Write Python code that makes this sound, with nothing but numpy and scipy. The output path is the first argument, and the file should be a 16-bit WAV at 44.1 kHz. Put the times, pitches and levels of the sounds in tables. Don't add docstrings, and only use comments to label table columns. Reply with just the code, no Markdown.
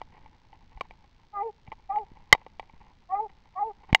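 import sys
import numpy as np
from scipy import signal
from scipy.fft import rfft, irfft
from scipy.io import wavfile

SR = 44100
rng = np.random.default_rng(int(sys.argv[2]) if len(sys.argv) > 2 else 0)


def log_audio(samples):
    frames = np.atleast_2d(samples).T
    limited = np.clip(frames, -1, 1)
    pcm = np.round(limited * 32767).astype(np.int16)
    wavfile.write(sys.argv[1], SR, pcm)


N = 176400
TIME = np.arange(N) / SR

# (time [s], pitch [Hz], overtone level [dB], mouth opening [0-1])
BAY_1 = [(1.34, 414, -37, 0.74), (1.37, 402.7, -27.5, 0.88), (1.399, 398.1, -28, 0.74),
         (1.421, 407.3, -22, 0.63), (1.435, 463, -35, 0.3), (1.478, 453, -37.5, 0.05), (1.5, 412, -37, 0.3)]
BAY_2 = [(1.904, 394.6, -22.5, 0.56), (1.915, 387.6, -24.5, 0.64), (1.937, 421.3, -31, 0.78),
         (1.976, 416.6, -17, 0.47), (1.99, 451, -31, 0.47), (2.036, 392, -40.5, 0.2)]
BAY_3 = [(3.1, 357.7, -38.5, 0.72), (3.127, 384.6, -24, 0.65), (3.144, 385.4, -18.5, 0.55),
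         (3.157, 406.7, -27.5, 0.77), (3.182, 407.7, -28, 0.74), (3.205, 426.4, -20, 0.54),
         (3.217, 446.6, -33, 0.26), (3.245, 440.3, -32.5, 0.26), (3.266, 401, -38, 0.22)]
BAY_4 = [(3.565, 367.6, -32, 0.71), (3.582, 377, -27.5, 0.76), (3.601, 417.5, -27.5, 0.73),
         (3.629, 405.2, -18, 0.54), (3.645, 443, -28.5, 0.48), (3.679, 452, -33.5, 0.21),
         (3.713, 396.7, -37.5, 0.23)]
# (frequency [Hz], closed [dB], half open [dB], wide open [dB])
VOCAL_TRACT = [(950, -6, 9.5, 1), (1213, -31, -18, 17.5), (1450, -43, -44.5, -25), (2000, -41, -33.5, -4),
               (2750, -39.5, -50.5, -41)]
# (frequency [Hz], relative level [dB], decay time T60 [s])
HOUSING_MODES = [(537.2, -11, 0.018), (776, -5.5, 0.035), (883, -2, 0.035), (1084, -9.5, 0.029),
                 (2000, -6, 0.02), (2294, -6, .02), (2900, -7.5, .016), (3200, -17, .02),
                 (3780, -21.5, 0.045), (4600, -17.5, 0.026), (6397, -22.5, .028), (7350, -36, 0.037)]
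# (time [s], level [dB], gear frequency [Hz], relative gear level [dB], contact cutoff [Hz])
KNOCKS = [(0.0157, -33.5, 930, 6.5, 2400), (0.8095, -26.5, 2330, -1.5, 3600), (.8112, -30, 1060, 9.5, 1970),
          (.9090, -40.5, 2270, -2.5, 2570), (1.7250, -35, 970, -4.5, 2140), (2.3267, -11, 3084, 9.5, 4760),
          (2.3274, -13, 1156, 13, 4010), (2.3272, -5.5, 2063, 15, 4120), (2.3496, -24, 930, 3, 2290),
          (2.4647, -35.5, 513, -2.5, 1477), (2.5965, -27.5, 947.6, -10.5, 2416),
          (3.9285, -24, 2219, 1.5, 3400), (3.9476, -12.5, 2866, 7, 9000), (3.9488, -22.5, 2060, 20.5, 7400)]
# (time [s], level [dB])
STRAP_TAPS = [(.167, -51), (0.26, -42.5), (0.529, -42.5), (.773, -41), (1.432, -43.5), (1.676, -41),
              (1.718, -27), (1.959, -30.5), (1.985, -34.5), (2.17, -46), (2.341, -26), (2.627, -44),
              (2.696, -44)]
# (time [s], level [dB])
RUBBING = [(.28, -61), (.42, -70.5), (.8, -58.5), (1.15, -70.5), (2.35, -59.5), (3.05, -68.5), (3.875, -62),
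           (3.905, -40.5), (3.96, -58)]
# (time [s], level [dB], duration [s])
JOLTS = [(0.755, -31, 0.018), (.811, -37.5, 0.0023), (1.682, -33.5, 0.005), (2.117, -37.5, 0.0026),
         (2.329, -16.5, .0052), (2.737, -40.5, 0.00325), (3.9279, -8.5, 0.0036)]
# (frequency [Hz], relative spectral density [dB])
NOISE_SPECTRUM = [(25, -4), (90, -14), (200, -19.5), (430, -32), (1600, -36.5), (4200, -41.5), (6500, -52),
                  (9000, -71)]

FUNDAMENTAL_PEAKS_DB = (-28, -38.5, -34, -34)


def bay(rows, peak_db, attack_s=.016, release_s=.015, jitter=.0014, shimmer_db=.85, rasp_hz=(640, 900)):
    pitch, level_db, mouth = in_time(rows)
    start, end = rows[0][0], rows[-1][0]
    phase = 2 * np.pi * np.cumsum(pitch * (1 + jitter * drift(70))) / SR
    gate = np.interp(TIME, [start - attack_s, start, end, end + release_s], [0, 1, 1, 0]) ** 2
    swell_db = np.interp(TIME, [start, end - .034, end], [-31.5, 0, -10.5])
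    rasp = rms_one(filtered(rng.standard_normal(N), rasp_hz, "band", order=4))
    rasp *= 1 + .5 * mouth * np.cos(phase)
    voice = from_db(peak_db + swell_db) * np.sin(phase) + from_db(-34.5 + .58 * level_db) * rasp
    on = gate > 0
    pitch, phase, mouth = pitch[on], phase[on], np.clip(mouth[on], 0, 1)
    hz, *responses = np.transpose(VOCAL_TRACT)
    shares = [np.maximum(0, 1 - abs(2 * mouth - k)) for k in range(3)]
    overtones, power = 0, 0
    for k in range(2, 7):
        tract_db = sum(share * np.interp(np.log(k * pitch), np.log(hz), response)
                       for share, response in zip(shares, responses))
        gain = from_db(tract_db + k * shimmer_db * drift(31)[on])
        overtones += gain * np.sin(k * phase)
        power += gain ** 2
    voice[on] += from_db(level_db[on]) * overtones / np.sqrt(power)
    return gate * voice


def forest_echo(voice, level_db=-34, t60=.35, delay_s=.025):
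    t = TIME[:SR]
    echo = rng.standard_normal(SR) * from_db(-60 * t / t60) * (t > delay_s)
    return from_db(level_db) * signal.fftconvolve(voice, echo / np.linalg.norm(echo))[:N]


def gear_knocks(crack_db=-6, crack_t60=.018, gear_t60=.018, hollow_hz=(1330, 1720)):
    knocks, t = np.zeros(N + SR), TIME[:SR // 8]
    for s, db, gear_hz, gear_db, contact_hz in KNOCKS:
        crack = filtered(rng.standard_normal(len(t)), (280, 5200), "band", order=1)
        crack = rms_one(filtered(crack, hollow_hz, "stop"))
        blow = crack * from_db(crack_db - 60 * t / crack_t60)
        for hz, mode_db, t60 in [*HOUSING_MODES, (gear_hz, gear_db, gear_t60)]:
            blow += from_db(mode_db - 60 * t / t60) * np.sin(2 * np.pi * hz * t)
        start = int(s * SR)
        knocks[start:start + len(t)] += from_db(db) * filtered(blow, contact_hz, "low")
    return filtered(knocks[:N], 420, "high")


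def step_jolts(highpass_hz=44.17):
    pulses = sum(-from_db(db) * np.sin(np.pi * np.clip((TIME - s) / duration, 0, 1))
                 for s, db, duration in JOLTS)
    return filtered(pulses, highpass_hz, "high", order=1)


def strap_taps(spread_db=3, contact_hz=1900):
    s, db = np.transpose(STRAP_TAPS)
    mix_db = spread_db * rng.standard_normal((len(s), len(HOUSING_MODES)))
    modes = sum((-1) ** k * ring(clicks_at(s, from_db(db + mode_db + mix_db[:, k])), hz, t60)
                for k, (hz, mode_db, t60) in enumerate(HOUSING_MODES))
    return filtered(modes, contact_hz, "low")


def rubbing(slips_per_s=900, spread_db=4, flutter_db=5.5, t60_share=.35, contact_hz=1450):
    level_db, = in_time(RUBBING)
    sizes = from_db(spread_db * np.minimum(rng.exponential(1, N), 4)) * rng.choice([-1, 1], N)
    slips = sizes * (rng.random(N) < slips_per_s / SR) * from_db(flutter_db * drift(18))
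    modes = sum((-1) ** k * from_db(db) * ring(slips, hz, t60 * t60_share)
                for k, (hz, db, t60) in enumerate(HOUSING_MODES))
    return from_db(level_db) * rms_one(filtered(modes, contact_hz, "low"))


def rumble_and_hiss(level_db=-57, rumble_hz=300, wander_db=2):
    hz, db = np.transpose(NOISE_SPECTRUM)
    bins_hz = np.arange(N // 2 + 1) * SR / N
    colour = from_db(np.interp(np.log(bins_hz + 1), np.log(hz), db))
    noise = from_db(level_db) * rms_one(irfft(rfft(rng.standard_normal(N)) * colour, N))
    rub_db, = in_time(RUBBING)
    swell_db = wander_db * drift(12) + .35 * (rub_db - rub_db.mean())
    return noise + filtered(noise, rumble_hz, "low", order=1) * (from_db(swell_db) - 1)


def electronic_buzz(ticks_per_s=57.6, band_hz=(1400, 5190)):
    ticks = np.arange(.0012, N / SR, 1 / ticks_per_s)
    return from_db(-40) * filtered(clicks_at(ticks, np.ones(len(ticks))), band_hz, "band", order=3)


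def from_db(db):
    return 10 ** (np.asarray(db) / 20)


def rms_one(x):
    return x / np.sqrt(np.mean(x ** 2) + 1e-20)


def in_time(rows):
    s, *columns = np.transpose(rows)
    return [np.interp(TIME, s, column) for column in columns]


def filtered(x, hz, kind, order=2):
    sections = signal.butter(order, np.clip(hz, 10, SR * .45), kind, fs=SR, output="sos")
    return signal.sosfilt(sections, x + 1e-18)


def drift(bandwidth_hz):
    return rms_one(filtered(rng.standard_normal(2 * N), bandwidth_hz, "low")[N:])


def clicks_at(s, gains):
    return np.bincount((np.asarray(s) * SR).astype(int), gains, N)[:N]


def ring(x, hz, t60):
    decay, angle = from_db(-60 / (t60 * SR)), 2 * np.pi * hz / SR
    return signal.lfilter([0, np.sin(angle)], [1, -2 * decay * np.cos(angle), decay ** 2], x + 1e-18)


def scene():
    voice = sum(bay(rows, db) for rows, db in zip((BAY_1, BAY_2, BAY_3, BAY_4), FUNDAMENTAL_PEAKS_DB))
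    hound = voice + forest_echo(voice)
    gear = gear_knocks() + step_jolts() + strap_taps() + rubbing()
    return (hound + gear + rumble_and_hiss() + electronic_buzz())[None]


def record(dry, limit=.97, converter_hz=9050, image_db=-12, cutoff_hz=15700):
    converter = signal.ellip(6, .3, 30, converter_hz, fs=SR, output="sos")
    heard = signal.sosfilt(converter, np.clip(dry, -limit, limit))
    image = filtered(heard * (-1) ** np.arange(N), SR / 4, "high")
    lowpass = signal.ellip(10, .5, 70, cutoff_hz, fs=SR, output="sos")
    return signal.sosfilt(lowpass, heard + from_db(image_db) * image)


dry = scene()
out = record(dry)
log_audio(out)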